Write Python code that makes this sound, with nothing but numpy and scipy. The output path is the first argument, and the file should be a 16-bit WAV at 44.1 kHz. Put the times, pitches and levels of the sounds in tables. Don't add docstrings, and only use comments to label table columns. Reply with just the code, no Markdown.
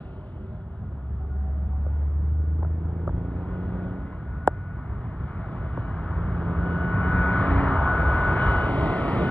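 import sys
import numpy as np
from scipy import signal
from scipy.fft import rfft, irfft, next_fast_len
from scipy.io import wavfile
from scipy.ndimage import uniform_filter1d

SR = 44100
rng = np.random.default_rng(int(sys.argv[2]) if len(sys.argv) > 2 else 0)


def generate_wav(signal):
    frames = np.transpose(np.atleast_2d(signal))
    scaled = np.clip(frames, -1, 1) * 32767
    pcm = np.round(scaled).astype(np.int16)
    wavfile.write(sys.argv[1], SR, pcm)


N = 410218

# [t/s, firing rate f/Hz, load level/dB,
# extra level of the third firing tone/dB, unevenness of the cylinders/dB]
GEARS = [
    [(.8, 66.2, -0.5, 1, -3), (1.05, 69.5, -7, -1, -1.5), (1.8, 71.2, -1, -0.5, -6.5),
     (2.3, 75.26, 0, 3, 1), (3.05, 83.93, -0.5, 3.5, 0.5), (3.3, 86.44, -2.5, 9.5, 1.5),
     (3.55, 89.76, -2, -7, -5), (3.9, 91.5, 0.5, 0, -8.5), (4.1, 93.1, -14.5, 8, -2),
     (4.3, 87.4, -23, -2, -9)],
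    [(5.4, 80.3, -8.5, 2.5, 2), (5.8, 80.53, -5, -0.5, -1.5), (6.4, 84.44, 3.5, -3.5, 2.5),
     (7.0, 88.72, 3, 1.5, -1.5), (7.35, 92.4, 3.5, 2, -3), (7.63, 92.94, -0.5, 13, 1.5),
     (7.8, 86.9, -8.5, 21, 3.5)],
]
REFERENCE_FIRING_HZ = 80


def gain_of(db):
    return 10 ** (np.asarray(db) / 20)


def evened(x):
    return x / np.sqrt(np.mean(x ** 2) + 1e-20)


def read(points, hz):
    f, value = np.transpose(points)
    return np.interp(np.log(hz + 1), np.log(f + 1), value)


def colour(points, hz):
    gain = gain_of(read(points, hz)) * (hz <= points[-1][0])
    return gain / np.linalg.norm(gain)


def drift(t, top_hz):
    rates_hz = np.geomspace(top_hz / 12, top_hz, 24)
    return evened(sum(np.sin(2 * np.pi * (f * t + rng.random())) / np.sqrt(f) for f in rates_hz))


def tone(t, hz, db, wobble_db, wobble_hz):
    phase = 2 * np.pi * np.cumsum(hz) / SR + .25 * drift(t, wobble_hz)
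    strength = np.sqrt(2) * gain_of(db + wobble_db * drift(t, wobble_hz))
    return strength * np.sin(phase)


def shaped(x, gain_at):
    size = next_fast_len(N + SR // 2)
    return irfft(rfft(x, size) * gain_at(np.fft.rfftfreq(size, 1 / SR)), size)[..., :N]


def jet_layers(t):
    # [t/s, gain from nearing/dB, gain while the fan inlets face the listener/dB,
    # swell of the fan hiss/dB]
    jet = [(0, 1.5, -4.5, 1), (.7, 0, -0.5, -3.5), (2.7, -1.5, 0.5, 2.5), (3.7, 8, -0.5, 0),
           (4.301, 6, 1.5, 2), (4.699, 4.5, 2.5, 1.5), (5.6, 12, 0, 0), (6.299, 14.5, 2.5, -2),
           (6.749, 18, 1, -1.5), (7.1, 23, 4.5, 2.5), (7.399, 27, 1.5, 2.5), (7.6, 27.5, 1, 2.5),
           (7.8, 27.5, 3.5, -3.5), (8.1, 28, 1.5, -1), (8.6, 29, 1.5, 0), (8.75, 28, -3, 3),
           (9.3, 28, -4.5, 3.5)]
    # [f/Hz, relative level per Hz/dB]
    rumble = [(25, -9), (60, 8), (110, 4.5), (170, -2.5), (260, -13), (420, -25), (900, -76.5)]
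    roar = [(120, -35.5), (230, 3.5), (400, 8), (520, 1.5), (650, 8.5), (900, -3), (1500, -43)]
    low_roar = [(90, -23), (160, 2.5), (300, -6.5), (450, -17), (900, -28)]
    fan_roar = [(500, -20.5), (900, -2), (1300, -0.5), (1600, -7.5), (1850, -17), (2500, -61.5)]
    fan_hiss = [(1200, -41), (1700, 1), (2150, -1), (2500, -8.5), (3200, -51)]
    treble = [(1800, -31), (2600, 0.5), (3400, -4.5), (4200, -14.5), (5200, -24.5), (5900, -60.5)]
    # [f/Hz, relative level per Hz/dB]
    air = [(3000, -39), (4500, -7.5), (5900, -12), (7600, -3.5), (9600, -1), (10400, -14), (12000, -9.5),
           (13600, -12)]
    # [t/s, level/dB]
    air_db = [(0, -91.5), (7.5, -87.5), (8, -76.5), (9.3, -72.5)]
    # [t/s, half length/s, rise/dB]
    blooms = [(7.247, .2, 1.5), (8.502, 0.15, 4)]

    s, near_db, facing_db, swell_db = np.transpose(jet)
    bloom_db = sum(db * np.exp(-((t - at) / half) ** 2) for at, half, db in blooms)

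    def level(far_db, per_near_db, per_facing_db, extra_db=0):
        return np.interp(t, s, far_db + per_near_db * near_db + per_facing_db * facing_db + extra_db)

    return [
        (rumble, level(-35, 0.34, 0.67)),
        (roar, level(-56.5, 0.9, -0.32)),
        (fan_roar, level(-58, 0.98, 0.88)),
        (fan_hiss, level(-70.5, 0.96, 0.57, swell_db)),
        (treble, level(-77.5, 0.89, -0.85) + bloom_db),
        (low_roar, level(-64.5, 0.86, -2.9)),
        (treble, -69.5 - 18 * t),
        (air, np.interp(t, *np.transpose(air_db))),
    ]


def wash():
    # [t/s, centre f/Hz, level change/dB]
    dip = [(6.5, 1937, 0), (7.2, 1856, -1.5), (7.7, 1890, 0.5), (8.05, 1860, -3), (8.4, 1870, 0),
           (8.75, 1685, -9.5), (9.1, 1620, -7), (9.3, 1576, -4.5)]
    # [f/Hz, correlation]
    same_points = [(60, 1), (300, 1), (700, 0.97), (1400, 0.98), (6000, 0.9), (12000, 0.8)]
    # [f/Hz, relative level per Hz/dB]
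    road_colour = [(90, -23.5), (160, 0), (300, -5.5), (450, -7.5), (900, -12), (2000, -33.5), (3500, -41),
                   (5000, -73.5)]
    hop, size = 512, 2048
    dip_width_hz = 170

    frames, hz = N // hop + 5, np.fft.rfftfreq(size, 1 / SR)
    t = np.arange(frames) * hop / SR
    layers = jet_layers(t) + [(road_colour, road_db(t))]
    gain = np.sqrt(sum(np.outer(colour(c, hz), gain_of(db)) ** 2 for c, db in layers))
    dip_s, dip_hz, dip_db = np.transpose(dip)
    dip_shape = np.exp(-((hz[:, None] - np.interp(t, dip_s, dip_hz)) / dip_width_hz) ** 2)
    gain *= gain_of(np.interp(t, dip_s, dip_db) * dip_shape)

    a, b, c, d, patches = rng.standard_normal((5, len(hz), frames))
    patches = evened(uniform_filter1d(uniform_filter1d(patches, 16, 0), 8, 1))
    same = np.clip(read(same_points, hz), -1, 1)[:, None]
    left = a + 1j * b
    right = same * left + np.sqrt(1 - same ** 2) * (c + 1j * d)
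    spectra = np.array([left, right])

    usual = gain.mean(1) + 1e-12
    gusts_db_gain = gain_of(.9 * patches + .5 * drift(t, 5.8))
    spectra *= gain / usual[:, None] * gusts_db_gain
    flat = signal.istft(spectra, nperseg=size, noverlap=size - hop)[1][:, :N]
    return 1.28 * shaped(flat, lambda f: np.interp(f, hz, usual))


def whine():
    # [t/s, blade tone level/dB, overtone level/dB]
    levels = [(0, -68, -100), (1, -70, -100), (3.1, -65, -92), (3.25, -56.5, -99.5), (3.4, -65, -94),
              (3.52, -55, -100), (4.201, -55.5, -102.5), (4.7, -50, -88), (4.95, -63.5, -84),
              (5.55, -56, -81), (5.85, -52, -72.5), (6.35, -53.5, -84), (6.849, -35, -61),
              (7.08, -32.5, -62.5), (7.3, -27.5, -72.5), (7.6, -41.5, -59), (7.95, -29.5, -63.5),
              (8.249, -27.5, -60), (8.36, -34.5, -65.5), (8.42, -26, -47), (8.58, -30.5, -51),
              (8.75, -40, -60), (9.0, -37.5, -63), (9.15, -55, -68), (9.3, -30, -54)]
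    top_hz, short_hz, settle_s = 1481, 55, 3.6
    t = np.arange(N) / SR
    hz = top_hz - short_hz * np.exp(-t / settle_s)
    s, low_db, high_db = np.transpose(levels)
    low_wobble_db = np.interp(t, [3, 3.6], [4.5, 1.1])
    low = tone(t, hz, np.interp(t, s, low_db), low_wobble_db, 18)
    high = tone(t, 2 * hz, np.interp(t, s, high_db), 2., 25)
    return low + high


def truck():
    # [f/Hz, level/dB]
    pipe = [(66, -46), (70, -24), (78, -23), (85, -31), (92, -41.5), (135, -53.5), (147, -43), (160, -39.5),
            (172, -34), (186, -34), (200, -67), (250, -55), (278, -40.5)]
    # [multiple of the shaft's turning rate, relative level/dB]
    uneven = [(2, 9), (4, 11), (7, -7), (8, -10), (10, 0), (11, -9), (12, 3), (13, 0), (15, -6), (16, -4),
              (17, -7), (18, -4)]
    # [level/dB], one a gear
    drone_levels = (0, -9)
    uneven_levels, uneven_db_per_hz = (-54.5, -61), 0.78
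    panel_hz, panel_width_hz, panel_db = 292, 16, 6

    out = np.zeros(N)
    for gear, gear_db, drone_db in zip(GEARS, uneven_levels, drone_levels):
        s, *columns = np.transpose(gear)
        t = np.arange(s[0], s[-1], 1 / SR)
        hz, load_db, bite_db, rough_db = (np.interp(t, s, c) for c in columns)
        sound = np.zeros(len(t))
        for k in range(1, 4):
            db = load_db + read(pipe, k * hz) + bite_db * (k == 3) + drone_db * (k == 1)
            sound += tone(t, k * hz, db, 0.3, 5)
        uneven_db = gear_db + load_db + rough_db + uneven_db_per_hz * (hz - REFERENCE_FIRING_HZ)
        for k, db in uneven:
            turn_hz = k * hz / 3
            lift_db = panel_db * np.exp(-((turn_hz - panel_hz) / panel_width_hz) ** 2)
            sound += tone(t, turn_hz, uneven_db + db + lift_db, 1.6, 4)
        out[round(s[0] * SR):][:len(t)] += sound * signal.windows.tukey(len(t), .08)
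    return out


def road_db(t):
    traffic_db = -52.5
    wash_levels, wash_db_per_hz = (-48, -46.5), .5
    power = gain_of(traffic_db + 0 * t) ** 2
    for gear, gear_db in zip(GEARS, wash_levels):
        s, hz, load_db, *_ = np.transpose(gear)
        wash_db = gear_db + load_db + wash_db_per_hz * (hz - REFERENCE_FIRING_HZ)
        power += gain_of(np.interp(t, s, wash_db, -120, -120)) ** 2
    return 10 * np.log10(power)


def knocks():
    # [t/s, ring peak level/dB, extra level of the modes above 1 kHz/dB,
    # pitch ratio set by the grip (the modes above 1 kHz move by its square root)]
    blows = [(1.8637, -28, -6, .7), (2.6245, -31, -8, 1), (2.6285, -27, -8, 1.2), (2.647, -27, 3, .82),
             (3.0755, -18, 3, .72), (3.092, -28, -1, 1.1), (4.128, -32, -2, 1.25), (4.475, -1.5, 0, 1),
             (4.4865, -29, -10, .8), (5.040, -32, -4, 1.15), (5.7732, -25, -6, 1.22),
             (5.7746, -24, -8, .66)]
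    # [f/Hz, level/dB, t60/s]
    case = [(350, -13, .0114), (620, -16, .015), (764, 0, .0076), (1196, -17, .008), (1430, -4, .0056)]
    # [f/Hz, relative level per Hz/dB]
    tick_colour = [(1500, -8), (2300, 0), (3200, 3), (4200, -6), (5200, -1), (6300, -11), (7900, 2),
                   (9500, -6), (10300, -26), (11300, -14), (13500, -26)]

    out, t = np.zeros(N), np.arange(2048) / SR
    hz = np.fft.rfftfreq(len(t), 1 / SR)
    late = np.maximum(t - .002, 0)
    tick = irfft(colour(tick_colour, hz) * np.exp(-2j * np.pi * hz * .0018))
    tick /= abs(tick).max()
    for s, db, upper_db, grip in blows:
        ring = np.zeros(len(t))
        for f, mode_db, t60 in case:
            upper = f > 1000
            mode_hz = f * grip ** (.5 if upper else 1)
            fall_db = 60 * late / t60 * min(grip, 1) ** 2
            ring -= gain_of(mode_db + upper_db * upper - fall_db) * np.sin(2 * np.pi * mode_hz * late)
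        ring *= 1 - np.exp(-(late / .0025) ** 2)
        ring /= abs(ring).max()
        tick_gain = gain_of(-19.5 + 0.61 * db)
        start = round((s - .0015) * SR)
        out[start:start + len(t)] += gain_of(db) * (ring + tick_gain * tick)
    return out


def hums():
    # [start t/s, end t/s, first f/Hz, last f/Hz, level/dB]
    far_hums = [(.05, .72, 609, 614, -59), (0, .95, 381, 390, -56), (1.05, 1.58, 392, 396, -56),
                (1.15, 1.85, 751, 759, -56.5), (1.1, 1.95, 199, 196, -49), (1.25, 1.7, 654, 657, -61),
                (1.3, 1.7, 624, 628, -61), (.15, 1.05, 215, 212, -52), (.1, .55, 511, 513, -63)]
    out = np.zeros(N)
    for start, end, first_hz, last_hz, db in far_hums:
        t = np.arange(start, end, 1 / SR)
        hz = np.linspace(first_hz, last_hz, len(t)) * (1 + .006 * drift(t, 14))
        hum = tone(t, hz, db, 3.5, 32) * signal.windows.tukey(len(t), .3)
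        out[round(max(start, 0) * SR):][:len(t)] += hum
    return out


def ports(x):
    # [f/Hz, phase/rad]
    lead = [(30, -.03), (85, -.07), (180, -.2), (350, -.55), (600, -.65), (950, -.3), (1800, .1),
            (2550, 2.1), (3100, 1.6), (10000, 1.6), (12000, .4)]
    # [f/Hz, level/dB]
    tilt = [(140, 0), (340, -1.5), (800, .5), (1230, 2.2), (2900, 0)]

    def port_gains(hz):
        left = gain_of(read(tilt, hz) / 2) * np.exp(.5j * read(lead, hz))
        return left ** np.array([[1], [-1]])

    return shaped(x, port_gains)


def scene():
    return wash() + whine() + truck() + knocks() + hums()


def record(dry):
    edge_hz = 13500
    heard = ports(dry * signal.windows.tukey(N, .002))
    heard = signal.sosfilt(signal.butter(6, 36, "high", fs=SR, output="sos"), heard)
    band_limit = signal.firwin(511, edge_hz, window=("kaiser", 9), fs=SR)
    return signal.oaconvolve(heard, band_limit[None], "same")


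dry = scene()
out = record(dry)
generate_wav(out)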